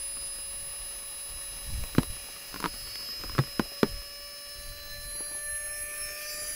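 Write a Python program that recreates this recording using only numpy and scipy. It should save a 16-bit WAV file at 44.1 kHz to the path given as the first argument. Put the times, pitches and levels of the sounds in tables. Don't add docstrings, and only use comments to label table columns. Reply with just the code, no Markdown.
import sys
import numpy as np
from scipy import signal
from scipy.fft import rfft, irfft, next_fast_len
from scipy.io import wavfile
from scipy.ndimage import uniform_filter1d

SR = 44100
rng = np.random.default_rng(int(sys.argv[2]) if len(sys.argv) > 2 else 0)


def log_audio(samples):
    frames = np.atleast_2d(samples).T
    limited = np.clip(frames, -1, 1)
    pcm = np.round(limited * 32767).astype(np.int16)
    wavfile.write(sys.argv[1], SR, pcm)


N = 288843
N_FFT = next_fast_len(N, True)
EVENT_SAMPLES = SR // 4

# (time [s], share [0-1])
PUMP_TURN = [(4.4, 0), (5.3, 0.44), (6.1, 0.86)]


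def from_db(db):
    return 10 ** (np.asarray(db) / 20)


def rms_one(x):
    return x / np.sqrt(np.mean(x ** 2) + 1e-20)


def in_time(rows):
    times, *columns = np.transpose(rows)
    return [np.interp(np.arange(N) / SR, times, column) for column in columns]


def bin_hz():
    return np.maximum(np.fft.rfftfreq(N_FFT, 1 / SR), 1)


def noise_spectrum(colour):
    hz, db = np.transpose(colour)
    white = rfft(rng.standard_normal(N_FFT)) * np.sqrt(SR / 2)
    return white * from_db(np.interp(np.log(bin_hz()), np.log(hz), db))


def drift(rate_hz):
    step, settle = 20, 2000
    pole = np.exp(-2 * np.pi * rate_hz * step / SR)
    white = rng.standard_normal(N // step + settle + 2)
    slow = signal.lfilter([1], [1, -2 * pole, pole * pole], white)[settle:]
    return np.interp(np.arange(N) / step, np.arange(len(slow)), rms_one(slow))


def filtered(x, hz, kind):
    return signal.sosfilt(signal.butter(2, hz, kind, fs=SR, output="sos"), x)


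def decay(t60):
    return from_db(-60 * np.arange(EVENT_SAMPLES) / SR / t60)


def mode(hz, t60):
    return decay(t60) * np.cos(2 * np.pi * hz * np.arange(EVENT_SAMPLES) / SR)


def noise_burst(band_hz, t60):
    return rms_one(filtered(rng.standard_normal(EVENT_SAMPLES), band_hz, "band")) * decay(t60)


def add(out, s, sound):
    at = round(s * SR)
    out[at:at + len(sound)] += sound[:N - at]


def wind(waver_db=5, lumps_db=3.0):
    # (time [s], level [dB])
    breeze = [(0, -53), (.9, -44), (1.35, -52.5), (2.2, -44.5), (2.95, -48), (4.3, -51.5), (5.0, -50.5),
              (5.5, -49), (6.55, -52.5)]
    # (middle [s], length [s], peak [dB])
    swells = [(1.763, 0.3, -30.5), (2.105, 0.12, -32.5), (2.608, 0.45, -44), (3.3, 0.42, -40),
              (3.926, 0.26, -34), (4.89, 0.19, -44)]
    # (frequency [Hz], relative density [dB])
    colour = [(12, -8.5), (30, 0), (50, -4), (80, -13), (130, -18), (220, -31), (500, -58)]
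    t = np.arange(N) / SR
    strength = from_db(in_time(breeze)[0] + waver_db * drift(1.8))
    for s, length_s, db in swells:
        arch = np.cos(np.pi * np.clip((t - s) / length_s, -.5, .5)) ** 2
        strength = np.hypot(strength, from_db(db) * arch)
    rumble = irfft(noise_spectrum(colour))[:N]
    return strength * rms_one(rumble * from_db(lumps_db * drift(6.9)))


def finger_taps(gain_db=7.5):
    # (time [s], level before filtering [dB])
    touches = [(2.286, -33.5), (3.24, -32), (3.654, -35), (3.717, -37), (5.152, -41), (5.206, -33.5),
               (5.312, -36), (5.347, -37), (5.370, -41.5)]
    out = np.zeros(N)
    for s, db in touches:
        add(out, s, from_db(db + gain_db) * rng.standard_normal(EVENT_SAMPLES) * decay(t60=0.061))
    return filtered(out, [230, 750], "band")


def fabric_snap(crack_db, pitch=1, detune=0.08, sizzle_db=-2.0, rustle_db=-24):
    # (frequency [Hz], relative level [dB], t60 [s])
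    fabric_modes = [(197.7, -17.5, 0.11), (297, -12.5, 0.059), (420, -17, 0.055), (690, -27, 0.022),
                    (1085, -11, 0.036), (1068, -11, 0.022), (1310, -10, 0.02), (1550, -25, 0.044),
                    (2380, -48, 0.0038), (4304, -20.5, 0.04)]
    body = np.zeros(EVENT_SAMPLES)
    for hz, db, t60 in fabric_modes:
        gain = from_db(db + 2 * rng.normal())
        body += gain * mode(pitch * hz * np.exp(detune * rng.normal()), t60)
    white = rng.standard_normal(EVENT_SAMPLES)
    crack = rms_one(filtered(white, 5000, "low") + from_db(sizzle_db) * white) * decay(t60=0.014)
    rustle = noise_burst([900, 2200], t60=0.088)
    return filtered(body, 4500, "low") + from_db(crack_db) * crack + from_db(rustle_db) * rustle


def crease_ticks(level_db=-41, spread_db=1.0):
    # (time [s], mean rate [1/s])
    tick_rate = [(1.6, 0.5), (3.2, 15), (4.1, 0.5)]
    per_s, = in_time(tick_rate)
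    out = np.zeros(N)
    for at in np.flatnonzero(rng.random(N) < per_s / SR):
        add(out, at / SR, from_db(level_db - spread_db * rng.normal()) * fabric_snap(crack_db=-8))
    return out


def crinkles(gain_db=-2):
    # (time [s], relative level [dB], crack relative to that level [dB])
    creases = [(1.8372, -31, 1.5), (1.9503, -23, -16), (2.032, -26, -1), (2.5429, -26.5, -4.5),
               (2.5608, -25.5, -10), (2.6023, -24.5, -1), (2.6268, -26, -14), (2.6415, -13, -24),
               (2.648, -26, -17), (2.653, -18.5, -28), (2.6591, -14.5, -17), (2.9563, -39, 9),
               (3.0886, -34, -13), (3.237, -26.5, -8), (3.296, -30.5, -11), (3.351, -27, -21),
               (3.3818, -15, -30)]
    out = np.zeros(N)
    for s, db, crack_db in creases:
        add(out, s, from_db(db + gain_db) * fabric_snap(crack_db))
    return out


def chamber_pops(crack_db=-15, rebound_s=0.0026, rebound_db=-6, rebound_pitch=.72, shudder_db=-22):
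    # (time [s], snap [dB], fabric pitch [ratio], thump [dB], thump pitch [Hz],
    # thump t60 [s], ring [dB], ring pitch [Hz])
    openings = [(1.9831, -13.5, 0.909, -7, 140, 0.034, -13, 238),
                (3.3888, -14, 1.12, -11, 134, 0.098, -22.5, 324),
                (3.5955, -15.5, 1.03, -10.5, 228, 0.027, -28, 330),
                (3.831, -12, 1.05, -7.5, 238, 0.024, -12, 401)]
    out = np.zeros(N)
    for s, snap_db, pitch, thump_db, thump_hz, thump_t60, ring_db, ring_hz in openings:
        thump = from_db(thump_db) * mode(thump_hz, thump_t60)
        ring = from_db(ring_db) * mode(ring_hz, t60=0.046)
        shudder = from_db(thump_db + shudder_db) * noise_burst([140, 460], t60=0.13)
        snap = from_db(snap_db) * fabric_snap(crack_db, pitch)
        rebound = from_db(snap_db + rebound_db) * fabric_snap(crack_db, pitch * rebound_pitch)
        add(out, s, snap + shudder + filtered(thump + ring, 520, "low"))
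        add(out, s + rebound_s, rebound)
    return filtered(out, 80, "high")


def rushing_air(flutter_db=1.52):
    # (frequency [Hz], density [dB/Hz])
    facing_colour = [(200, -91.5), (400, -90), (1200, -87), (1560, -93.5), (1850, -84), (2120, -92.5),
                     (2450, -86.5), (3700, -91), (5200, -89), (6400, -96), (7100, -93.5), (8400, -99),
                     (10000, -90), (11000, -90.5), (15000, -92)]
    # (frequency [Hz], density [dB/Hz])
    turned_colour = [(200, -88), (550, -84.5), (900, -85.5), (1300, -89.5), (1750, -81), (2050, -87.5),
                     (2800, -86.5), (3700, -92.5), (5400, -90), (7200, -91), (8000, -91), (10700, -84.5),
                     (13700, -83.5), (15400, -88)]
    zones_hz = [1120, 4970, 11700]
    # (time [s], body [dB], hiss [dB], top [dB])
    shading = [(0, -0.5, -1, 0), (1.3, 0, 0, 1.5), (1.7, 1, 2, 2.2), (3.2, 2.7, 3.5, 0.7),
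               (4.1, -2, 1.3, -4.5), (5.0, -2, -1.1, -2.5), (5.85, -3.5, -2.5, 0), (6.25, 0, 4.2, 1.5),
               (6.55, -0.5, 6.5, 0)]
    turned, = in_time(PUMP_TURN)
    facing, aside = noise_spectrum(facing_colour), noise_spectrum(turned_colour)
    out = np.zeros(N)
    for zone, db in zip(np.eye(len(zones_hz)), in_time(shading)):
        band = np.interp(np.log(bin_hz()), np.log(zones_hz), zone)
        flow = np.sqrt(1 - turned) * irfft(facing * band)[:N]
        flow += np.sqrt(turned) * irfft(aside * band)[:N]
        out += flow * from_db(db + flutter_db * drift(34))
    return out


def flickering(rush, still_db=.6, turning_db=2.3):
    _, times, cells = signal.stft(rush, SR, nperseg=512)
    patches = uniform_filter1d(rng.standard_normal(cells.shape), size=4, axis=0)
    patches = uniform_filter1d(patches, size=22, axis=1)
    depth_db = still_db + turning_db * np.interp(times, *np.transpose(PUMP_TURN))
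    gain = from_db(depth_db * rms_one(patches))
    gain /= np.sqrt(np.mean(gain ** 2, axis=0))
    return signal.istft(cells * gain, SR, nperseg=512)[1][:N]


def hollowed(rush):
    # (centre [Hz], width [Hz], gain [dB])
    dips = [(930, 184, -9.5), (3560, 230, -6)]
    # (time [s], share [0-1])
    onset = [(1.7, 0.1), (2.8, 1)]
    gain_db = sum(db * np.exp(-((bin_hz() - hz) / width_hz) ** 2) for hz, width_hz, db in dips)
    hollow = irfft(rfft(rush, N_FFT) * from_db(gain_db))[:N]
    share, = in_time(onset)
    return (1 - share) * rush + share * hollow


def intake_whistle(width_hz=160):
    # (time [s], centre [Hz], level [dB])
    resonance = [(4.9, 2390, -65), (5.5, 2350, -59.5), (5.8, 2370, -49.5), (6.1, 2455, -47),
                 (6.3, 2460, -49), (6.55, 2275, -58)]
    hz, db = in_time(resonance)
    turbulence = drift(width_hz) + 1j * drift(width_hz)
    return from_db(db) * np.real(turbulence * np.exp(2j * np.pi * np.cumsum(hz) / SR))


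def faint_overtones(shaft_angle, turned, fade_db=2.4, smear_per_order=.016, gain_db=1.0):
    # (order, relative level at first [dB], relative level fully turned [dB])
    harmonics = [(4, -68.5, -70), (6, -75, -70), (11, -65, -62.5), (13, -76, -69), (14, -78, -69),
                 (15, -79, -67), (16, -79, -64), (17, -69, -66), (19, -77, -66), (20, -66, -70),
                 (21, -73, -68), (22, -65.5, -63), (23, -68.5, -61), (24, -71.5, -64.5), (25, -68.5, -65.5),
                 (26, -70, -70), (27, -60, -63)]
    out = np.zeros(N)
    for order, first_db, turned_db in harmonics:
        db = first_db + (turned_db - first_db) * turned
        db += fade_db * (1 + turned) * drift(4)
        smear = 1 + smear_per_order * order * (drift(35) + 1j * drift(35))
        out += from_db(db + gain_db) * np.real(smear * np.exp(1j * order * shaft_angle))
    return out


def strong_tone_levels(turned):
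    # (time [s], level [dB])
    hum = [(0.0, -59), (3.1, -62), (3.79, -55.5), (5.1, -55), (6.41, -49), (6.55, -56.5)]
    # (time [s], level [dB])
    third = [(0.0, -68.5), (3.46, -65), (4.79, -56), (4.93, -49.5), (5.23, -55.5), (5.52, -42.3),
             (6.55, -52)]
    # (time [s], level [dB])
    seventh = [(0.0, -59.5), (2.12, -52.5), (2.48, -60.6), (3.75, -55.5), (4.09, -61.2), (4.98, -47.5),
               (5.77, -62.5), (6.55, -73)]
    eighth = [(0.0, -59), (2.34, -65.9), (2.97, -46.7), (3.37, -62), (4.59, -57.9), (4.69, -53),
              (4.96, -61), (5.26, -51.5), (5.55, -69), (6.16, -59.3), (6.35, -41), (6.55, -51)]
    # (time [s], level [dB])
    blade = [(0.0, -49), (0.34, -46.5), (0.52, -52), (2.3, -51.5), (2.87, -44.5), (3.11, -38),
             (3.33, -43.5), (4.53, -46.5), (4.66, -55.5), (5.02, -48.5), (5.18, -72), (5.53, -68),
             (5.77, -50), (5.87, -74), (6.04, -45), (6.55, -57)]
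    blade_octave = [(0.0, -37.8), (1.58, -41.5), (1.97, -47), (2.11, -41.5), (2.54, -52), (2.75, -46.2),
                    (3.04, -50.5), (3.1, -61), (3.41, -51.3), (4.2, -52.5), (4.68, -48.5), (4.83, -62),
                    (5.14, -37.5), (6.02, -37.5), (6.11, -52), (6.36, -48), (6.55, -32)]
    # (time [s], level [dB])
    tenth = [(4.8, -70), (5.31, -63.2), (5.67, -68), (5.77, -60), (6.18, -62), (6.3, -50), (6.55, -47.5)]
    curves = {1: hum, 3: third, 7: seventh, 8: eighth, 9: blade, 10: tenth, 18: blade_octave}
    db = {order: in_time(curve)[0] for order, curve in curves.items()}
    db[2] = db[1] - 5
    db[5] = -58.5 - 19 * turned
    db[12] = db[10] - 4.5
    return db


def impeller_whine(jitter=0.000518, flutter_db=0.91, turning_flutter_db=2.3, skirt_db=-24):
    # (time [s], speed [turns/s])
    shaft_speed = [(0.0, 557.1), (0.26, 555.5), (0.32, 558.3), (0.96, 562.5), (1.22, 560.7), (1.35, 562.9),
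                   (1.72, 564.1), (2.66, 563.9), (3.62, 568.3), (3.81, 568.1), (4.28, 576.8), (4.46, 575.9),
                   (4.61, 581.0), (5.02, 581.8), (5.2, 585.1), (6.03, 592.6), (6.27, 597.3), (6.55, 598.0)]
    speed, = in_time(shaft_speed)
    turned, = in_time(PUMP_TURN)
    shaft_angle = 2 * np.pi * np.cumsum(speed * (1 + jitter * drift(34.7))) / SR
    out = faint_overtones(shaft_angle, turned)
    for order, db in sorted(strong_tone_levels(turned).items()):
        depth_db = flutter_db + turning_flutter_db * turned * min(order / 9, 1)
        gain = from_db(db + depth_db * drift(11.2))
        roughness = 1 + from_db(skirt_db) * drift(220)
        out += gain * roughness * np.sin(order * shaft_angle + 2 * np.pi * rng.random())
    return np.sqrt(2) * out


def scene():
    pump = impeller_whine() + hollowed(flickering(rushing_air())) + intake_whistle()
    pad = chamber_pops() + crinkles() + finger_taps() + crease_ticks()
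    mono = pump + pad + wind()
    return np.array([mono, mono])


def record(dry):
    cutoff_hz = 15700
    return signal.sosfilt(signal.ellip(16, .1, 80, cutoff_hz, fs=SR, output="sos"), dry)


dry = scene()
out = record(dry)
log_audio(out)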